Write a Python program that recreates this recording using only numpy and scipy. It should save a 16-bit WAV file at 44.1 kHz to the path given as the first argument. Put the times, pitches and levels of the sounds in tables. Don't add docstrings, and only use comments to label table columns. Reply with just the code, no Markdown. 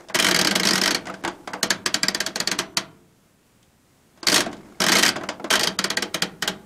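import sys
import numpy as np
from scipy import signal
from scipy.fft import rfft, irfft, next_fast_len
from scipy.io import wavfile
from scipy.ndimage import uniform_filter1d, map_coordinates

SR = 44100
rng = np.random.default_rng(int(sys.argv[2]) if len(sys.argv) > 2 else 0)


def gain_from_decibels(decibels):
    exponent = np.asarray(decibels, float) / 20
    return 10 ** exponent


def to_wav(sig):
    pcm = np.clip(np.atleast_2d(sig), -1, 1) * 32767
    pcm = np.round(pcm).astype(np.int16)
    wavfile.write(sys.argv[1], SR, pcm.T)


N = 293265
LENGTH = 16384
DELAY_S = 0.0012


def along(points, hz):
    f, v = np.transpose(points)
    return np.interp(np.log(hz + 1), np.log(f + 1), v)


def unit(x):
    return x / np.sqrt(np.mean(np.abs(x) ** 2, axis=-1, keepdims=True) + 1e-20)


def coloured(x, spectrum):
    m = next_fast_len(len(x) + LENGTH)
    gain = gain_from_decibels(along(spectrum, np.fft.rfftfreq(m, 1 / SR)))
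    return irfft(rfft(x, m) * gain, m)[:len(x)]


def dying(noise, t60s, size):
    hz, t, z = signal.stft(noise, SR, nperseg=size)
    decay = gain_from_decibels(-60 * t / along(t60s, hz)[:, None])
    return signal.istft(z * decay, SR, nperseg=size)[1][..., :noise.shape[-1]]


def mode(centre_hz, width_hz):
    f = np.fft.rfftfreq(LENGTH, 1 / SR)
    damping = 1j * f * width_hz
    return damping / (centre_hz ** 2 - f ** 2 + damping)


def body(modes, count, scatter_db):
    shapes = [(-1) ** k * gain_from_decibels(db) * mode(hz, width) for k, (hz, width, db) in enumerate(modes)]
    strengths = gain_from_decibels(scatter_db * rng.standard_normal((count, len(modes))))
    return strengths @ np.array(shapes)


def placed(times, sounds):
    start = np.round((np.asarray(times) + DELAY_S) * SR).astype(int)
    at = start[:, None] + np.arange(sounds.shape[1])
    return np.bincount(at.ravel(), sounds.ravel(), N + 2 * LENGTH)[:N]


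def swells(rows, rise_s, cycles):
    s, db, hz = np.transpose(rows)[:, :, None]
    t = np.arange(2048) / SR
    swell = t / (rise_s + cycles / hz)
    tone = np.sin(2 * np.pi * (hz * t + rng.random(s.shape)))
    return placed(s[:, 0], gain_from_decibels(db) * swell * np.exp(1 - swell) * tone)


# pitch_hz, t60_s
RINGING = [(200, 0.19), (700, 0.23), (1800, 0.16), (4800, 0.092), (8000, 0.064), (13000, 0.067)]
# delay_ms after the landing, level_db
BOUNCES = [
    (.5, -10),
    (1.6, -4),
    (3.399, -7),
]


def blows(times, ringing, diffuse, rise_s, kick_db, hit_db):
    t = np.arange(LENGTH) / SR
    shake = dying(rng.standard_normal((len(times), 2, LENGTH)), RINGING, size=128)
    kick = 1 + gain_from_decibels(kick_db) * np.exp(-t / 0.0039)
    shake = rfft(shake * (1 - np.exp(-t / rise_s)) * kick)
    late = 1 + 0.15 * rng.standard_normal((len(times), 1))
    hz = np.fft.rfftfreq(LENGTH, 1 / SR)
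    for ms, db in BOUNCES:
        shake[:, 0] += gain_from_decibels(hit_db + db) * np.exp(-2j * np.pi * hz * late * ms / 1000)
    sounds = irfft(shake * np.stack([ringing, diffuse], axis=1), LENGTH)
    sounds = sounds * np.clip((t[-1] - t) * 10 - 0.1, 0, 1)
    return np.array([placed(times, sounds[:, 0]), placed(times, sounds[:, 1])])


# pitch_hz, level_db per Hz
QUIET = [(25, -11.5), (50, -5.5), (120, 0), (250, -2.5), (450, -9.5), (800, -13), (2000, -17.5),
         (4000, -22), (8000, -21.5), (13000, -27), (15500, -28), (16300, -43)]
# time_s, level_db
QUIET_LEVEL = [(0, -58.5), (1.4, -54.5), (3.2, -60), (4.1, -59.5), (4.7, -56.5), (6.65, -55.5)]


def quiet():
    drift_db = 0.7 * map_coordinates(rng.standard_normal(80), [np.linspace(1, 78, N)])
    level_db = np.interp(np.arange(N) / SR, *np.transpose(QUIET_LEVEL)) + drift_db
    return gain_from_decibels(level_db) * unit(coloured(rng.standard_normal(N), QUIET))


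# start_s, end_s, level_db
RUB = [
    (0, -0.002, -47),
    (0.157, 1.09, -50),
    (1.22, 1.32, -49.5),
    (1.6, 2.8, -74),
    (4.203, 4.452, -58),
    (4.548, 4.74, -52),
    (4.8, 5.142, -51),
    (5.3, 6.638, -70),
]
# pitch_hz, level_db per Hz
SKIN = [(150, -5.5), (400, 6.5), (1500, -2.5), (3000, -13.5), (6500, -16), (10000, -23), (15000, -39)]


def rubbing():
    start, end, db = np.transpose(RUB)[:, :, None]
    t = np.arange(N) / SR
    outside_s = np.abs(t - np.clip(t, start, end))
    level_db = np.max(db - 119.5 * outside_s, axis=0)
    unevenness = unit(uniform_filter1d(rng.standard_normal(N), 200))
    slips = rng.standard_normal(N) * gain_from_decibels(3.4 * unevenness)
    return gain_from_decibels(level_db) * unit(coloured(slips, SKIN))


# time_s, strength_db, hardness (-1 pad to 1 nail)
TAPS = [(.0082, -46.5, -0.59), (0.041, -50.5, -1), (0.084, -38, 0.55), (.096, -31, -0.1),
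        (1.054, -35, 0.39), (1.0675, -28.5, 0.27), (1.0837, -31, -0.25), (1.0975, -27, -0.24),
        (1.138, -33, 0.35), (1.2361, -23.5, -0.08), (1.2486, -19.5, -0.05), (1.2751, -21, 0.25),
        (1.4729, -25, 0.13), (1.5325, -23, 0.065), (3.6263, -60, 1), (4.1727, -48, 0.27),
        (4.228, -29.5, 0.34), (4.4598, -25.5, 0.15), (4.4663, -28, -0.85), (4.5126, -45, 0.56),
        (4.5267, -34, 0.4), (4.5656, -51, 0.8), (5.156, -22, -0.45), (5.1617, -26, 0.47),
        (5.209, -29.5, -0.21), (5.2335, -27.5, -0.054), (5.282, -35, -0.81), (5.2871, -19, 0.34),
        (5.396, -33, -0.66), (5.4411, -25, 0.075)]
# pitch_hz, width_hz, level_db
KNOB = [(326, 47, 0.5), (656, 95, 5.5), (1050, 270, 2), (1310, 330, 0.5), (1548, 160, 2.5),
        (2150, 580, -5.5)]
NAIL = [(2800, 1200, -4), (3700, 880, -0.5), (4810, 930, -2.5), (6910, 2200, -6.5), (10800, 4500, -25)]
CABINET = [(195, 30.8, 3), (304.4, 36.7, 2), (351, 68.5, -1.5), (493, 46, -3.5), (639, 39.7, -2.5),
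           (840, 66, -3)]
# time_s, level_db
LEAN = [(0, -1), (.3, 1.5), (.6, 0), (.95, 0), (1.25, -2.5), (1.6, 2), (1.9, -1), (2.2, -3), (2.55, -0.5),
        (2.77, -2.5), (4.2, 2.5), (4.45, -1.5), (4.85, 2.5), (5.1, -4), (5.35, -0.5), (5.6, -1.5), (6.0, 0),
        (6.5, 1.5)]


def fingers():
    s, db, hard = np.transpose(TAPS)[:, :, None]
    nail_db = db - 6.5 + 16.5 * hard
    cabinet_db = db - 0.5 - 11 * hard + np.interp(s, *np.transpose(LEAN))
    knob_db = db - 12.5 * hard ** 2
    n = len(s)
    nail = gain_from_decibels(nail_db + 2.0) * body(NAIL, n, scatter_db=-0.5)
    cabinet = gain_from_decibels(cabinet_db + 8.5) * body(CABINET, n, scatter_db=3.0)
    knob = gain_from_decibels(knob_db + 6.0) * body(KNOB, n, scatter_db=1.2)
    return blows(s[:, 0], knob, nail + cabinet, rise_s=0.000603, kick_db=2.5, hit_db=18.5)


# pitch_hz, t60_s
ROOM = [(200, 1.11), (600, 0.65), (1800, 0.48), (5000, 0.1665), (12000, 0.18)]
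# pitch_hz, level_db
WET = [(60, -2.5), (200, -8.5), (600, -13), (2000, -19.5), (5000, -10.5), (12000, -18)]


def room(x, tail):
    delayed = np.pad(x, (300, 0))
    wet = signal.fftconvolve(delayed, tail / np.linalg.norm(tail))[:N]
    return coloured(wet, WET)


# time_s, peak_db, pitch_hz
THUDS = [(0.095, -33, 650), (1.067, -34, 340), (1.097, -19, 1345), (1.139, -33, 350), (1.237, -26, 287),
         (1.2495, -14, 1100), (1.277, -17.5, 310), (1.474, -27, 630), (1.532, -20, 1520), (4.23, -25, 323),
         (4.465, -14.5, 655), (5.155, -28, 1076), (5.16, -27, 702), (5.209, -21, 310), (5.232, -22, 337),
         (5.289, -20, 920), (5.397, -23, 700), (5.441, -20.5, 342)]
# time_s, peak_db, pitch_hz
SWINGS = [(0.1528, -12, 2240), (0.1897, -8.5, 2430), (0.2246, -14.5, 1500), (0.2451, -13, 1950),
          (0.2655, -6.5, 2200), (0.3449, -11.5, 2130), (0.3635, -12, 1570), (0.3929, -14, 1870),
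          (0.447, -13, 1590), (0.4721, -20.5, 1590), (0.5143, -14, 1580), (0.5519, -12, 2140),
          (0.5977, -14, 2160), (0.6325, -17, 1950), (0.6532, -19, 2150), (0.6721, -15.5, 1390),
          (0.6906, -20, 1945), (0.733, -17, 1930), (0.7575, -32, 1880), (0.7799, -18, 2050),
          (0.8166, -18, 1600), (0.8582, -18, 1350), (0.877, -25, 1610), (0.9113, -17, 1580),
          (0.9505, -14.5, 1860), (1.0535, -35, 1420), (1.0632, -28.5, 1450), (1.0762, -24.5, 1960),
          (1.0972, -21, 1290), (1.1401, -26, 1570), (1.2433, -29, 1530), (1.2493, -14.5, 1494),
          (1.4444, -45, 1390), (1.4735, -27, 1550), (1.5356, -17, 1480), (1.61, -32, 1540),
          (1.6299, -14.5, 1810), (1.7058, -7.5, 1670), (1.8011, -37.5, 1420), (1.86, -11, 1705),
          (1.9449, -13, 1595), (2.032, -15, 1964), (2.0826, -10, 1934), (2.1468, -14, 1800),
          (2.2051, -13, 1610), (2.2648, -18, 1640), (2.3583, -25, 2300), (2.4038, -17.5, 1720),
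          (2.476, -26, 1770), (2.5155, -18.5, 1640), (2.5894, -14.5, 1610), (2.7741, -15, 1936)]
LATER_SWINGS = [(4.2733, -12, 2080), (4.3262, -12, 1540), (4.3596, -6.5, 1910), (4.407, -16, 1890),
                (4.4609, -32, 1620), (4.5292, -43, 1890), (4.629, -46, 2190), (4.7173, -42, 1410),
                (4.745, -44, 2157), (4.803, -13, 1300), (4.8654, -17, 2010), (4.8854, -18, 1910),
                (4.9183, -9, 2110), (4.9338, -10, 2070), (4.9532, -4.5, 2150), (5.035, -9, 1880),
                (5.1565, -31, 1620), (5.2147, -30, 1950), (5.2326, -32, 1610), (5.2888, -24, 1460),
                (5.3967, -27, 1340), (5.4415, -34, 1500), (5.509, -19, 1320), (5.5354, -10, 1590),
                (5.5978, -16, 1910), (5.632, -31, 2000), (5.6711, -26, 1510), (5.791, -16, 1380),
                (5.8435, -15.5, 1430), (5.9036, -18, 1910), (5.9714, -13, 1890), (6.0243, -21, 1960),
                (6.1281, -41, 1380), (6.144, -19, 1390), (6.2214, -14.5, 1613), (6.4269, -17, 1530),
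                (6.4784, -15, 1580)]


def knocks():
    thuds = swells(np.subtract(THUDS, [DELAY_S, 0, 0]), rise_s=0.00034, cycles=0.84)
    swings = swells(list(SWINGS) + list(LATER_SWINGS), rise_s=0.0022, cycles=0.6)
    return gain_from_decibels(-8.0) * swings + gain_from_decibels(-5.0) * thuds


# time_s, strength_db, pawl_pitch_hz, gear_rattle_db over the strength
SWEEP = [(.1442, -13, 4874, -1), (.1518, -12, 5380, 0.5), (.1868, -15, 5380, 0.5), (.1965, -14, 4250, 5),
         (.2228, -13.5, 5330, 0.5), (.2434, -14, 5340, 4.5), (.2649, -9.5, 4150, -2.5),
         (.2839, -9, 4350, -4.5), (.309, -12.5, 4320, 1)]
EASING = [(0.3434, -12, 4820, -1), (0.36, -11, 4640, -0.5), (.389, -13.5, 4800, 2.5),
          (0.411, -11.5, 4620, -0.5), (0.4459, -11, 4560, -2), (0.4701, -10, 4530, -2.5),
          (0.5086, -13.5, 4500, 0), (.552, -20, 4740, 8), (0.5561, -16.5, 4700, 4.5),
          (0.596, -16.5, 5030, 2)]
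SWEEP_ON = [(0.631, -12.5, 4160, -4.5), (0.6505, -14.5, 5070, 3), (0.67, -12.5, 4600, -1.5),
            (0.686, -11, 4620, -3), (0.7069, -12, 4780, -1.5), (0.732, -16, 5020, 2),
            (0.754, -12.5, 5180, -0.5), (0.777, -15.5, 4150, 1), (0.813, -12, 5090, -1),
            (0.8346, -13, 4770, -2), (0.8564, -11, 4200, -1), (0.875, -10.5, 4950, -3.5),
            (0.9061, -17, 4540, 4.5), (0.9121, -19, 4560, -6), (0.9451, -14.5, 4460, 0.5)]
STEPS = [(1.6281, -14.5, 4520, 5), (1.7029, -8, 4600, -2), (1.8586, -9.5, 4930, -2.5),
         (1.9408, -12.5, 4520, 1), (2.03, -10.5, 4770, -4.5), (2.0816, -13.5, 4680, -2.5),
         (2.1451, -15.5, 4510, -1.5), (2.202, -15, 4630, 1), (2.2618, -18, 4540, 2),
         (2.3562, -19, 4200, 1.5), (2.3997, -14, 4380, -1.5), (2.4727, -15.5, 4560, 0.5),
         (2.513, -14.5, 4230, 1.5), (2.5872, -12, 5020, 0.5), (2.7694, -13.5, 4450, 3)]
FLICK = [(4.268, -8.5, 4500, -1), (4.282, -9, 4620, -4), (4.2969, -16, 4060, 2.5),
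         (4.3175, -11.5, 4800, -4), (4.3245, -17, 4840, 5), (4.3413, -12.5, 4260, 4.5),
         (4.358, -13, 4330, 5), (4.3634, -13, 4170, 1), (4.3768, -12, 4200, 0), (4.39, -23.5, 4400, 2),
         (4.4032, -11, 4100, -0.5)]
SPIN = [(4.8011, -12.5, 5560, -3.5), (4.8163, -16.5, 4700, 4.5), (4.8374, -12.5, 5160, -1),
        (4.8628, -12.5, 5040, -0.5), (4.8827, -8, 3970, -5.5), (4.8911, -12, 4620, -3),
        (4.917, -11, 4370, 2), (4.9244, -13, 4660, 0), (4.9314, -8.5, 5460, -8), (4.9511, -13, 4730, -1),
        (4.9558, -9, 4150, -5), (4.967, -14, 4900, -3), (4.984, -14.5, 4060, 3.5),
        (4.991, -15.5, 4580, 3.5), (5.0248, -19, 4240, 7.5), (5.03, -9, 4640, 1), (5.05, -10.5, 5130, -2.5),
        (5.061, -11, 4970, -0.5), (5.078, -14.5, 4270, 1), (5.088, -17, 4800, 2)]
TWIST = [(5.502, -12.5, 4080, -1.5), (5.508, -12, 4170, 0), (5.5251, -9.5, 5180, -3.5),
         (5.535, -9.5, 4000, -2), (5.5533, -11, 4480, 1), (5.5929, -20, 4800, 6), (5.608, -16.5, 4630, -2),
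         (5.631, -15, 4690, 0.5), (5.637, -15.5, 4770, 1), (5.6706, -13, 4740, -2)]
LAST_STEPS = [(5.7872, -13.5, 4520, -1.5), (5.8399, -14.5, 4680, 0), (5.9006, -13, 4310, -3),
              (5.969, -14.5, 4450, -2), (6.022, -17.5, 4870, 1.5), (6.142, -15.5, 4000, 0.5),
              (6.22, -12.5, 4390, 0), (6.422, -15, 4940, -1), (6.475, -16.5, 4630, 4)]
# panel_db, cabinet_db, pawl_ring_db relative to the snap, stem_db relative to the crack
GRIPS = [
    (-2, -9, -5.5, -0.5),
    (-4, -7.5, -3, -1.5),
    (-4, -9, 0, -2.5),
    (-5, -9, -2, -5),
    (-8.5, -9.5, -2, -4.5),
    (-3, -8, -2.5, -0.5),
    (-4, -8, -2.5, 2),
    (-2.5, -8.5, -2.5, 0.5),
]
PAWL_HZ, PAWL_SPAN_HZ, OFF_PITCH_DB = 4620, 700, 7.5
CABINET_FOLLOWS, USUAL_DB = 0.14, -11.5


def snaps():
    turns = [SWEEP, EASING, SWEEP_ON, STEPS, FLICK, SPIN, TWIST, LAST_STEPS]
    s, db, pitch, rattle_db = np.vstack(turns).T[:, :, None]
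    grips = np.repeat(GRIPS, [len(turn) for turn in turns], axis=0)
    panel, cabinet, ring, stem_db = grips.T[:, :, None]
    ring = ring - OFF_PITCH_DB * ((pitch - PAWL_HZ) / PAWL_SPAN_HZ) ** 2
    cabinet_db = USUAL_DB + CABINET_FOLLOWS * (db - USUAL_DB) + cabinet
    return s, db + rattle_db, db + panel, cabinet_db, pitch, db + ring, stem_db


# pitch_hz, level_db
CRACK = [(40, -35), (150, -28.5), (600, -13), (1500, -7.5), (3000, -9.5), (5000, -8), (7500, -12.5),
         (10000, -15.5), (13000, -22), (15000, -29), (16300, -48)]


def slipping():
    s, crack_db = snaps()[:2]
    t = np.arange(512) / SR
    growth = np.exp((t - t[-1]) / 0.0025)
    scrape = gain_from_decibels(crack_db - 16) * growth * rng.standard_normal((len(s), len(t)))
    return coloured(placed(s[:, 0] - t[-1], scrape), CRACK) * gain_from_decibels(11.0)


# pitch_hz, width_hz, level_db
PAWL = [(3423, 90, -6.5), (3750, 200, -8), (5410, 170, -4.5), (6440, 380, -3), (7270, 410, -11),
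        (8470, 590, -9.5), (9600, 500, -26.5), (12160, 870, -16.5)]
PANEL = [(912, 200, -3), (1340, 230, -2), (1580, 98, 3.5), (1910, 150, 1.5), (2220, 250, -1.5),
         (2490, 195, -3.5), (2596, 62, -4.5)]


def ratchet():
    s, crack_db, panel_db, cabinet_db, pitch, ring_db, stem_db = snaps()
    n = len(s)
    stem = gain_from_decibels(stem_db + 2.5) * mode(centre_hz=3102, width_hz=210)
    gears = gain_from_decibels(crack_db + 1.5) * (body(PAWL, n, scatter_db=1.5) - stem)
    gears = gears + gain_from_decibels(ring_db + 2.5) * mode(pitch, width_hz=590)
    lean_db = np.interp(s, *np.transpose(LEAN))
    cabinet = gain_from_decibels(cabinet_db + lean_db) * body(CABINET, n, scatter_db=1.5)
    panel = gain_from_decibels(panel_db + 3.0) * body(PANEL, n, scatter_db=1.5)
    ringing = gears + panel + gain_from_decibels(8.0) * cabinet
    crack = gain_from_decibels(crack_db + 4.0 + along(CRACK, np.fft.rfftfreq(LENGTH, 1 / SR)))
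    return blows(s[:, 0], ringing, crack + gain_from_decibels(8.5) * cabinet, rise_s=0.0007, kick_db=1.5, hit_db=19.0)


SEAT_S, SEATED_DB = 0.04, 11.5


def pawl():
    s, _, panel_db, _, pitch, ring_db, _ = snaps()
    seated = np.diff(s, axis=0, prepend=0) > SEAT_S
    t = np.arange(1024) / SR
    phase = 2 * np.pi * rng.random((5, len(s), 1))
    ping = np.sin(2 * np.pi * pitch * t + phase[0])
    ping = ping + 0.41 * np.sin(2 * np.pi * 1.07 * pitch * t + phase[1])
    ping = ping + gain_from_decibels(SEATED_DB * seated - 10.5) * np.sin(2 * np.pi * 1.57 * pitch * t + phase[2])
    swing = np.sin(2 * np.pi * 1905 * t + phase[3]) + 0.67 * np.sin(2 * np.pi * 1585 * t + phase[4])
    swell, slow_swell = t / 0.0013, t / 0.002
    ping = gain_from_decibels(ring_db - 5.5) * swell * np.exp(1 - swell) * ping
    swing = gain_from_decibels(panel_db - 13.5) * slow_swell * np.exp(1 - slow_swell) * swing
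    return placed(s[:, 0], ping + swing)


# time_s, peak_db
TICKS = [
    (1.113, -36),
    (1.125, -40),
    (4.128, -56),
    (.1458, -16),
    (.188, -18),
    (4.318, -18),
    (4.4058, -16),
    (5.5485, -15),
    (1.2497, -10),
]


def ticks():
    s, db = np.transpose(TICKS)[:, :, None]
    t = np.arange(1024) / SR
    spike = gain_from_decibels(db + 3) * np.sin(2 * np.pi * 2000 * t) * np.exp(-t / 0.0003)
    rattle = gain_from_decibels(db - 1.0) * rng.standard_normal((len(s), len(t))) * np.exp(-t / 0.003)
    at = s[:, 0] - DELAY_S
    return placed(at, spike) + coloured(placed(at, rattle), CRACK)


# time_s, level_db
DRAG = [
    (.28, -20),
    (.5, -32),
    (.758, -21.5),
    (4.35, -16.5),
    (4.975, -13.5),
    (5.66, -31),
]


def dragging():
    t = np.arange(N) / SR
    gain = sum(gain_from_decibels(db - 8.5 - 301.5 * np.abs(t - s)) for s, db in DRAG)
    unevenness = unit(uniform_filter1d(rng.standard_normal(N), 120))
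    grit = rng.standard_normal(N) * gain_from_decibels(3.5 * unevenness)
    return gain * unit(coloured(grit, CRACK))


# time_s, peak_db, pitch_hz
PINGS = [(0.3113, -12, 4660), (0.346, -7, 4700), (0.3893, -8, 4640), (0.4124, -12, 4570),
         (0.447, -10.5, 4940), (0.4708, -7, 4560), (0.5104, -16, 4760), (0.5587, -8.5, 4700),
         (0.5982, -14.5, 5160), (0.654, -20, 4610), (0.6705, -9, 5410), (0.69, -13, 4600),
         (0.7096, -9, 4670), (0.7328, -13, 5086), (0.814, -9.5, 5140), (0.8361, -9, 5130),
         (0.9466, -15, 4420), (1.535, -31, 5530), (1.6306, -14, 4460), (1.7047, -9.5, 4300),
         (1.861, -8, 4720), (1.9433, -6.5, 4740), (2.0312, -7.5, 4790), (2.0836, -4, 4790),
         (2.147, -12, 4890), (2.2035, -15, 5000), (2.2645, -19, 4430), (2.3582, -15, 4320),
         (2.4021, -9.5, 4440), (2.4737, -10, 4530), (2.515, -11.5, 4320), (2.5886, -11.5, 5010),
         (2.7712, -10, 4660), (4.2303, -20.5, 4620), (4.2701, -10, 4670), (4.3247, -15, 4810),
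         (4.8035, -9.5, 5520), (5.0321, -10, 4900), (5.29, -35, 4800), (5.51, -25, 4400),
         (5.5948, -16, 4760), (5.6335, -9, 4760), (5.672, -13, 4780), (5.789, -19, 4600),
         (5.8427, -8.5, 4580), (5.9023, -19, 4220), (5.9705, -20, 4750), (6.023, -16, 5500),
         (6.1448, -29, 5500), (6.2224, -7, 4700), (6.4234, -22, 4770), (6.4768, -24, 4650),
         (4.2842, -6, 4500), (4.3665, -10, 4200), (4.9683, -9, 4700), (5.0605, -11, 4900),
         (5.0895, -7.5, 4780), (4.3795, -13, 4470)]


def pings():
    early = np.subtract(PINGS, [DELAY_S, 0, 0])
    upper = early * [1, 1, 1.56] + [0, -10, 0]
    lower = early * [1, 1, 0.92] + [0, -7.5, 0]
    higher = early * [1, 1, 1.09] + [0.0012, -8, 0]
    ping = swells(early, rise_s=0.0011, cycles=1.3)
    ping = ping + swells(upper, rise_s=0.00088, cycles=1.2)
    ping = ping + swells(lower, rise_s=0.00088, cycles=1.2)
    return gain_from_decibels(-6.0) * (ping + swells(higher, rise_s=0.0011, cycles=1.2))


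# time_s, pitch_hz, level_db, t60_s
SINGING_ON = [
    (2.592, 5990, -50, .4),
    (2.775, 445, -54, 1.5),
]


def singing_on():
    s, hz, db, t60 = np.transpose(SINGING_ON)[:, :, None]
    t = np.clip(np.arange(N) / SR - s, 0, None)
    return np.sum(gain_from_decibels(db - 60 * t / t60) * np.sin(2 * np.pi * hz * t), axis=0)


def scene():
    air = quiet()
    ringing, diffuse = fingers() + ratchet()
    ringing = ringing + pawl() + knocks() + slipping()
    diffuse = diffuse + rubbing() + dragging()
    near = ticks() + pings()
    tail = dying(rng.standard_normal(SR), ROOM, size=256)
    wet = room(diffuse + gain_from_decibels(-7.5) * ringing, tail)
    return (ringing + near + diffuse + wet + singing_on() + air)[None]


# pitch_hz, level_db
SURVIVE = [(1000, -57), (2000, -31.5), (5000, -28), (8000, -21), (12000, -13.5), (16000, -9)]
BLOCK, BLOCK_START = 1024, 472
SUDDEN_DB = 7.5
STARVED_HZ, STARVE_HZ_PER_DB, STARVE_SCATTER_HZ = 15900, 45.5, 503
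STARVE_FROM_DB, MASKED_DB = -63, -48


def dropped(x):
    hz, t, z = signal.stft(x, SR, nperseg=256)
    power = uniform_filter1d(np.abs(z) ** 2, size=7, axis=0)
    block = (np.round(t * SR).astype(int) + BLOCK - BLOCK_START) // BLOCK
    starts = np.searchsorted(block, np.unique(block))
    loudest = np.maximum.reduceat(power, starts, axis=1)[:, block]
    chance = rng.standard_normal((len(hz), len(starts)))
    band = np.arange(len(hz)) // 5
    scatter_db = 2.5 * chance[band][:, block]
    keep = power > loudest * gain_from_decibels(2 * (along(SURVIVE, hz)[:, None] + scatter_db))
    total = power[hz > 900].sum(axis=0) + 1e-12
    mean = np.add.reduceat(total, starts) / np.bincount(block)[np.unique(block)]
    peak = np.maximum.reduceat(total, starts)
    even = peak < mean * gain_from_decibels(SUDDEN_DB)
    over_db = np.clip(10 * np.log10(mean) - STARVE_FROM_DB, 0, 40)
    top_hz = STARVED_HZ - even * over_db * (STARVE_HZ_PER_DB + STARVE_SCATTER_HZ / 20 * chance[-1])
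    keep = keep * ((hz[:, None] < top_hz[block]) | ~even[block])
    hidden = power < peak[block] * gain_from_decibels(2 * (MASKED_DB + scatter_db))
    keep = keep * ~(hidden & (hz[:, None] > 7500) & (2 * total < peak[block]))
    return signal.istft(z * keep, SR, nperseg=256)[1][:N]


def low_pass(x):
    return signal.sosfilt(signal.butter(12, 16650, fs=SR, output="sos"), x)


def record(dry):
    rounded = dry[0] / (1 + np.abs(dry[0] / 0.85) ** 4) ** (1 / 4)
    limited = coloured(rounded, [(15700, 0), (16300, -50)])
    mix = dropped(limited)[None]
    return low_pass(mix)


dry = scene()
out = record(dry)
to_wav(out)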